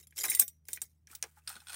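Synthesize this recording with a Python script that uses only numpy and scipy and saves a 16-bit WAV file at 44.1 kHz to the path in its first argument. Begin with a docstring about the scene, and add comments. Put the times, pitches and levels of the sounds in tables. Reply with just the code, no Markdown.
"""Rummaging in a box of glass tubes

A hand rummages through a box of glass tubes and small plastic items, close by in a quiet room.
Three tubes clink and ring as sums of fading tones; loose glass ticks and pings, and sliding glass chatters.
Plastic snaps, scrapes and rattles, and the box takes dull knocks: short bursts of filtered noise.
A low hum made of steady tones and a faint noise of room air lie under it all."""
import sys
import numpy as np
from scipy import signal
from scipy.fft import rfft, irfft
from scipy.io import wavfile

SR = 44100
rng = np.random.default_rng(int(sys.argv[2]) if len(sys.argv) > 2 else 0)


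def pcm_store(signal):
    """Save signal as 16-bit PCM."""
    levels = np.round(np.clip(np.atleast_2d(signal), -1, 1) * 32767)
    wavfile.write(sys.argv[1], SR, levels.astype(np.int16).T)


N = 77175  # length in samples
TOP_HZ = 15800  # upper edge of the sound

# Tone colour of a hard, bright contact. Each row: frequency in Hz, level in dB.
CONTACT = [(300, -42.5), (1000, -32.5), (1600, -16), (2800, -11), (5000, -5), (7000, 0), (9000, 5),
           (10500, -3), (12000, -9), (14500, 3.5), (16500, 0.5)]
# Tone colour of glass rubbing or ticking on glass. Each row: frequency in Hz, level in dB.
GLASS_GRIT = [(220, -18), (370, 2), (900, -14), (2000, -4), (2800, -11), (5000, -4.5), (7200, 0),
              (10000, -1), (14000, -2.5), (16000, -5.5)]


def undb(db):
    """Turn decibels into a gain."""
    return 10 ** (np.asarray(db) / 20)


def unit(x):
    """Scale to an average (rms) level of 1."""
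    return x / np.sqrt(np.mean(x ** 2))


def fade(t60):
    """A smooth exponential decay that falls by 60 dB in t60 seconds."""
    return np.exp(-np.log(1000) * np.arange(N) / SR / max(t60, 1e-4))


def noise():
    """White noise: all frequencies equally strong."""
    return rng.standard_normal(N)


def colour(x, points):
    """Filter through (Hz, dB) points without sounding ahead of the input; white noise keeps its power."""
    hz, db = np.array(points, float).T
    size = 4096
    grid = np.fft.rfftfreq(size, 1 / SR)
    gain = unit(undb(np.interp(np.log(grid + 1), np.log(hz), db)))
    # Folding the cepstrum gives a minimum-phase filter, which responds as early as it can.
    cepstrum = irfft(np.log(gain))
    cepstrum[1:size // 2] *= 2
    cepstrum[size // 2 + 1:] = 0
    response = irfft(np.exp(rfft(cepstrum)))
    return signal.fftconvolve(x, response)[:N]


def body(resonances, order=1):
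    """Add up (Hz, width Hz, dB) resonances into (Hz, dB) points; a higher order has steeper skirts."""
    hz = np.geomspace(100, 18000, 400)
    power = 0
    for f, width, db in resonances:
        distance = (hz / f - f / hz) * f / width
        power = power + undb(db) ** 2 / (1 + distance ** 2) ** order
    return np.c_[hz, 10 * np.log10(power)]


def blows(rows, t60, tail_db=-100, tail_t60=.01):
    """A burst of tiny contacts for each (s, dB): a main crack and a weaker tail."""
    attack_s = 0.0006
    hits = np.zeros(N)
    for s, db in rows:
        hits[int(np.clip(s * SR, 0, N - 1))] += undb(db) ** 2
    decay = fade(t60) ** 2 + (undb(tail_db) * fade(tail_t60)) ** 2
    shape = decay * (1 - fade(attack_s)) ** 2
    power = signal.fftconvolve(hits, shape)[:N]
    return np.sign(noise()) * np.sqrt(np.maximum(power, 0))


def ring(rows, modes, scatter_db=1, detune=0):
    """Strike fading (Hz, dB, t60) tones at each (s, dB); the point of contact varies their strengths."""
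    out = np.zeros(N)
    t = np.arange(SR // 3) / SR
    for s, strike_db in rows:
        start = int(np.clip(s * SR, 0, N - 1))
        tone = np.zeros(len(t))
        for hz, mode_db, t60 in modes:
            level_chance, pitch_chance, sign_chance = rng.standard_normal(3)
            level = np.sign(sign_chance) * undb(strike_db + mode_db + scatter_db * level_chance)
            pitch = hz * (1 + detune * pitch_chance)
            tone += level * np.sin(2 * np.pi * pitch * t) * fade(t60)[:len(t)]
        out[start:start + len(t)] += tone[:N - start]
    return out


def slips(rate):
    """Uneven little impulses of surfaces that catch and let go, about rate per second."""
    spread_db = 3
    happens = rng.random(N) < rate / SR
    strength = undb(spread_db * np.minimum(rng.exponential(size=N), 3))
    return unit(happens * np.sign(noise()) * strength)


def grit(rate):
    """Each slip makes a short dry grain of noise."""
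    grain_t60_s = 0.012
    power = signal.fftconvolve(slips(rate) ** 2, fade(grain_t60_s) ** 2)[:N]
    return unit(noise() * np.sqrt(np.abs(power)))


def effort(curve):
    """Gain that follows an (s, dB) curve."""
    return undb(np.interp(np.arange(N) / SR, *np.array(curve).T))


def tubes():
    """Each clink is a hard contact that sets the three glass tubes ringing."""
    # Glass hitting glass. Each row: start in seconds, then levels in dB of the contact and tubes A, B and C.
    clinks = [(0.2987, -68, -57, -24, -48), (0.3495, -23, -36.5, -27, -50), (0.3942, -26, -37, -35, -33),
              (.397, -15, -14.5, -37.5, -23.5), (0.4797, -36.5, -48, -58, -39),
              (0.6843, -35.5, -62, -59, -49.5), (0.7312, -27.5, -67, -42, -34), (.817, -33, -50, -58, -31)]
    # Pitches of each tube's ringing tones, in Hz.
    a_hz = [5819, 6331, 7395, 8237, 8900, 9231, 10640, 11720, 11980, 14397, 15452]
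    b_hz = [2020, 3859, 7420, 9007, 9590, 12540, 13631, 14126, 14420, 15123]
    c_hz = [3725, 5822, 7095, 7480, 8245, 10065, 13480, 13650, 15115]
    # Ring of each tone, in the same order. Each row: level in dB, time to fall 60 dB in seconds.
    a_ring = [(-35, 0.31), (-15, 0.062), (-19, 0.07), (-4, .085), (-3.5, 0.025), (-11.5, .065), (-3, .045),
              (-12.5, .04), (10, .018), (-8, 0.14), (-12, 0.077)]
    b_ring = [(-27.5, 0.16), (-17.5, 0.056), (-13, .08), (2.5, 0.1), (-12.5, .07), (-12.5, 0.094),
              (-8, .08), (-2, .07), (-11, 0.06), (-8.5, 0.083)]
    c_ring = [(-10.5, 0.027), (-16, 0.055), (-4.5, 0.038), (-8, 0.0373), (0.5, 0.058), (-3, 0.046),
              (-5.5, 0.05), (-7.5, 0.027), (-17, .07)]

    s, contact, *strengths = np.array(clinks).T
    bursts = blows(zip(s, contact), t60=0.031, tail_db=-17, tail_t60=0.036)
    out = colour(bursts, CONTACT)
    glasses = np.c_[a_hz, a_ring], np.c_[b_hz, b_ring], np.c_[c_hz, c_ring]
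    for db, modes in zip(strengths, glasses):
        out = out + ring(zip(s, db), modes)
    return out


def loose_glass():
    """Small pieces tick together, damped by the pile; some ping on a single note."""
    # Small touches of glass. Each row: start in seconds, level in dB.
    ticks = [(.008, -54), (.035, -54), (.0707, -45.5), (.108, -56), (.1795, -32.5), (.1865, -34),
             (.1925, -40), (.2005, -42), (.2092, -31), (.217, -33.5), (.2345, -33.5), (.2387, -28),
             (.2565, -31), (.282, -31.5), (.2905, -30), (.3295, -41.5), (.338, -38), (.6535, -57.5)]
    # Ring of a tick. Each row: frequency in Hz, level in dB, time to fall 60 dB in seconds.
    tick_modes = [(2063, -24, 0.033), (3180, -15.5, 0.061), (5176, -6, 0.025), (7160, -0.5, 0.035),
                  (7450, -6.5, .03), (8626, -3.5, .025), (10130, -2.5, 0.053), (11400, -1, .04),
                  (13540, -2.5, 0.016)]
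    # Pieces that ring on one note. Each row: start in seconds, pitch in Hz, level in dB.
    pings = [(.035, 3830, -59.5), (.187, 3180, -40), (.188, 7270, -36), (.2095, 4900, -33.5),
             (.211, 2070, -42.5), (.247, 3890, -42.5), (.285, 3840, -37.5), (.286, 2067, -35.5),
             (.338, 1978, -43), (.373, 2014, -39), (1.421, 2620, -72.5), (1.4753, 4960, -36)]
    grit_db, ring_db = -8.5, -8
    tick_t60_s, ping_t60_s = .022, 0.042

    out = undb(grit_db) * colour(blows(ticks, tick_t60_s), GLASS_GRIT)
    out = out + undb(ring_db) * ring(ticks, tick_modes, scatter_db=6, detune=.02)
    for s, hz, db in pings:
        out = out + ring([(s, db)], [(hz, 0, ping_t60_s)])
    return out


def glass_slide(count=28, size=5):
    """Glass slides over glass: every slip pings one of several pieces, each with its own high tones."""
    # How strong the sliding is over time. Each row: time in seconds, level in dB.
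    slide_curve = [(0, -49), (.012, -59), (.022, -66), (.038, -60.5), (.06, -91), (.15, -77.5),
                   (.165, -49.5), (.19, -36.5), (.228, -48.5), (.255, -34), (.275, -50.5), (.305, -38.5),
                   (.36, -44), (.388, -44.5), (.42, -36.5), (.46, -67.5), (.63, -101), (.67, -70),
                   (.695, -56.5), (.765, -53), (.795, -76.5), (.83, -50.5), (.87, -74.5), (1.06, -103)]
    slips_per_s = 450  # shared among all the pieces
    ring_t60_s, hiss_db = .032, -8
    t = np.arange(SR // 8) / SR
    force = effort(slide_curve)
    pings = 0
    for _ in range(count):
        hz = 1500 + (TOP_HZ - 1500) * rng.random(size)
        phase = rng.random((size, 1))
        tones = np.sin(2 * np.pi * (hz[:, None] * t + phase)).sum(axis=0)
        piece = tones * fade(ring_t60_s)[:len(t)]
        pushes = slips(slips_per_s / count) * force
        pings = pings + signal.fftconvolve(pushes, piece / np.linalg.norm(piece))[:N]
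    hiss = undb(hiss_db) * force * grit(slips_per_s)
    return colour(pings / np.sqrt(count) + hiss, GLASS_GRIT)


def plastic():
    """Plastic snaps against plastic: short dry bursts with a hard edge."""
    # Snaps. Each row: start in seconds, level of the body in dB, level of the hard edge in dB.
    snaps = [(1.0715, -44, -78), (1.1144, -65, -42.5), (1.118, -64, -57), (1.1504, -43, -34),
             (1.153, -41, -31.5), (1.157, -41.5, -41), (1.2263, -20, -31.5), (1.2325, -40, -61),
             (1.239, -34.5, -50), (1.24, -50, -48), (1.493, -64, -29.5)]
    # Tone colour of the snapping body. Each row: frequency in Hz, level in dB.
    snap_colour = [(250, -55), (500, -17.5), (1500, -25.5), (3000, -9.5), (4700, -8.5), (5700, 6),
                   (7200, -6), (9000, 0), (11500, -9.5), (14000, -20), (16500, -18)]

    s, *levels = np.array(snaps).T
    out = 0
    for db, shape in zip(levels, (snap_colour, CONTACT)):
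        bursts = blows(zip(s, db), t60=0.0068, tail_db=-11, tail_t60=0.029)
        out = out + colour(bursts, shape)
    return out


def skipping():
    """A light item skips over the others; it lands differently each time, which shifts its resonances."""
    # Landings. Each row: start in seconds, level in dB.
    landings = [(1.4751, -33), (1.477, -32.5), (1.5005, -39), (1.5155, -43.5), (1.527, -43), (1.541, -49),
                (1.5544, -43.5), (1.565, -44), (1.6024, -49), (1.67, -41.5), (1.684, -39.5), (1.696, -38.5),
                (1.702, -40), (1.7215, -41.5), (1.7307, -37), (1.7425, -34.5)]
    # Resonances of the item. Each row: frequency in Hz, width in Hz, level in dB.
    item_body = [(910, 240, -14), (1480, 127, 4.5), (2533, 80, 0), (3520, 530, -3.5), (4230, 75, 3),
                 (5200, 250, -4), (6300, 1100, -14), (8570, 120, 2), (9200, 220, 1.5), (12400, 1700, -18)]
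    scatter_db, detune = 3, .025  # detune is a fraction of the frequency

    out = 0
    for landing in landings:
        shifted = []
        for hz, width, db in item_body:
            pitch_chance, level_chance = rng.standard_normal(2)
            shifted.append((hz * (1 + detune * pitch_chance), width, db + scatter_db * level_chance))
        burst = blows([landing], t60=0.019, tail_db=-11.5, tail_t60=0.1)
        out = out + colour(burst, body(shifted))
    return out


def plastic_slide():
    """Plastic scrapes in dry grains."""
    # How strong the scraping is over time. Each row: time in seconds, level in dB.
    scrape_curve = [(1.06, -99.5), (1.09, -63.5), (1.125, -55), (1.165, -63.5), (1.2, -75.5), (1.25, -63.5),
                    (1.35, -76), (1.385, -62), (1.41, -80.5), (1.465, -72), (1.49, -47), (1.57, -62.5),
                    (1.655, -66.5), (1.69, -57), (1.75, -46)]
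    # Tone colour of the scraping. Each row: frequency in Hz, level in dB.
    scrape_colour = [(150, -18.5), (400, -11.5), (1400, 1.5), (2200, -0.5), (4000, -6), (6000, -3),
                     (8700, 2), (11000, -2), (16000, -2.5)]
    grains_per_s = 1900
    return colour(grit(grains_per_s) * effort(scrape_curve), scrape_colour)


def box():
    """Items clack on the box, its walls and floor answer lower down; soft bumps sound a few hollow notes."""
    # Knocks. Each row: start in seconds, then levels in dB of the clack, hollow wall and floor thump.
    knocks = [(0.124, -56, -82, -77), (0.181, -46.5, -59, -120), (0.2411, -31, -40, -79),
              (.248, -31, -53.5, -82), (0.26, -52, -45.5, -54), (0.284, -43.5, -60, -58.5),
              (0.318, -36, -56.5, -61), (0.399, -45, -49, -59.5), (0.419, -40.5, -53, -55.5),
              (0.688, -49, -60, -65.5), (0.7732, -43.5, -68, -74), (0.819, -50, -59.5, -69),
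              (1.074, -57.5, -89, -88), (1.101, -55, -96, -66.5), (1.227, -39, -50.5, -91.5),
              (1.2373, -42.5, -45.5, -81), (1.557, -58, -57.5, -60.5)]
    # Tone colours of these three parts. Each row: frequency in Hz, level in dB.
    clack = [(300, -29.5), (1100, -21.5), (1600, 6.5), (2000, 3), (2380, 5), (2800, -5), (5000, -16),
             (16000, -41.5)]
    wall = [(120, -27.5), (260, -25), (350, -0.5), (520, -2), (800, 2), (2200, -6.5), (16000, -52)]
    thump = [(50, -20), (140, -2.5), (230, 4), (340, -6.5), (550, -20), (4000, -61)]
    # Soft bumps on a hollow item. Each row: start in seconds, level in dB.
    bumps = [(1.128, -53.5), (1.371, -56), (1.388, -66.5), (1.501, -43), (1.566, -55.5), (1.618, -57.5),
             (1.698, -47.5)]
    # Resonances of the hollow item. Each row: frequency in Hz, width in Hz, level in dB.
    hollow_body = [(840, 157, -1), (1412, 340, 1.5), (1860, 120, -16)]
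    part_t60_s, bump_t60_s = (0.0253, 0.077, 0.076), 0.052

    s, *levels = np.array(knocks).T
    out = colour(blows(bumps, bump_t60_s), body(hollow_body, order=2))
    for db, t60, shape in zip(levels, part_t60_s, (clack, wall, thump)):
        out = out + colour(blows(zip(s, db), t60), shape)
    return out


def room(x):
    """Add quick reflections from the box and nearby things, and a much fainter tail, as fading noise."""
    # Tone colours of the reflections and of the tail. Each row: frequency in Hz, level in dB.
    early = [(100, -0.5), (500, 5.5), (2000, -2), (4000, 0.5), (6000, -7), (10000, -15.5), (16000, 3)]
    late = [(100, -11.5), (700, -2.5), (1500, -8.5), (4500, -11.5), (5700, 5.5), (7000, -2), (9000, -0.5),
            (12000, -3.5), (14000, 0.5), (16000, -7.5)]

    echo = 0
    for db, t60, shape in ((-10.5, 0.061, early), (-43.5, 0.075, late)):
        swell_and_fade = fade(t60) * (1 - fade(0.06))
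        echo = echo + undb(db) * unit(colour(noise() * swell_and_fade, shape))
    return x + signal.fftconvolve(x, echo / np.sqrt(N))[:N]


def background():
    """A steady low hum of pure tones and faint room air made of filtered noise."""
    # Tones of the hum. Each row: frequency in Hz, level in dB.
    hum_tones = [(78.8, -69), (157, -78.5)]
    # Tone colour of the air. Each row: frequency in Hz, level in dB.
    air_colour = [(25, -22), (60, -0.5), (130, -1.5), (250, -12.5), (500, -25.5), (5000, -42.5)]
    air_db = -77

    t = np.arange(N) / SR
    hum = 0
    for hz, db in hum_tones:
        # The square root of 2 makes the level an rms level.
        hum = hum + np.sqrt(2) * undb(db) * np.sin(2 * np.pi * (hz * t + rng.random()))
    return hum + undb(air_db) * unit(colour(noise(), air_colour))


def scene():
    """Everything in the box, heard in the room over the background."""
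    glass = tubes() + loose_glass() + glass_slide()
    other_items = plastic() + skipping() + plastic_slide() + box()
    return (room(glass + other_items) + background())[None]


def record(dry):
    """The recorder ducks while the sound is too loud, rounds peaks and cuts the rumble and the top."""
    limit_db, release_s = -17.5, 0.0098
    low_cut_hz, ceiling = 48, .7

    keep = np.exp(-1 / (SR * release_s))
    loudness = np.sqrt(signal.lfilter([1 - keep], [1, -keep], dry ** 2))
    ducked = dry / np.maximum(1, loudness / undb(limit_db))
    low_cut = signal.butter(2, low_cut_hz, "high", fs=SR, output="sos")
    held = signal.sosfilt(low_cut, ducked)
    rounded = ceiling * np.tanh(held / ceiling)
    top_cut = signal.ellip(8, .2, 70, TOP_HZ, fs=SR, output="sos")
    return signal.sosfilt(top_cut, rounded)


dry = scene()
out = record(dry)
pcm_store(out)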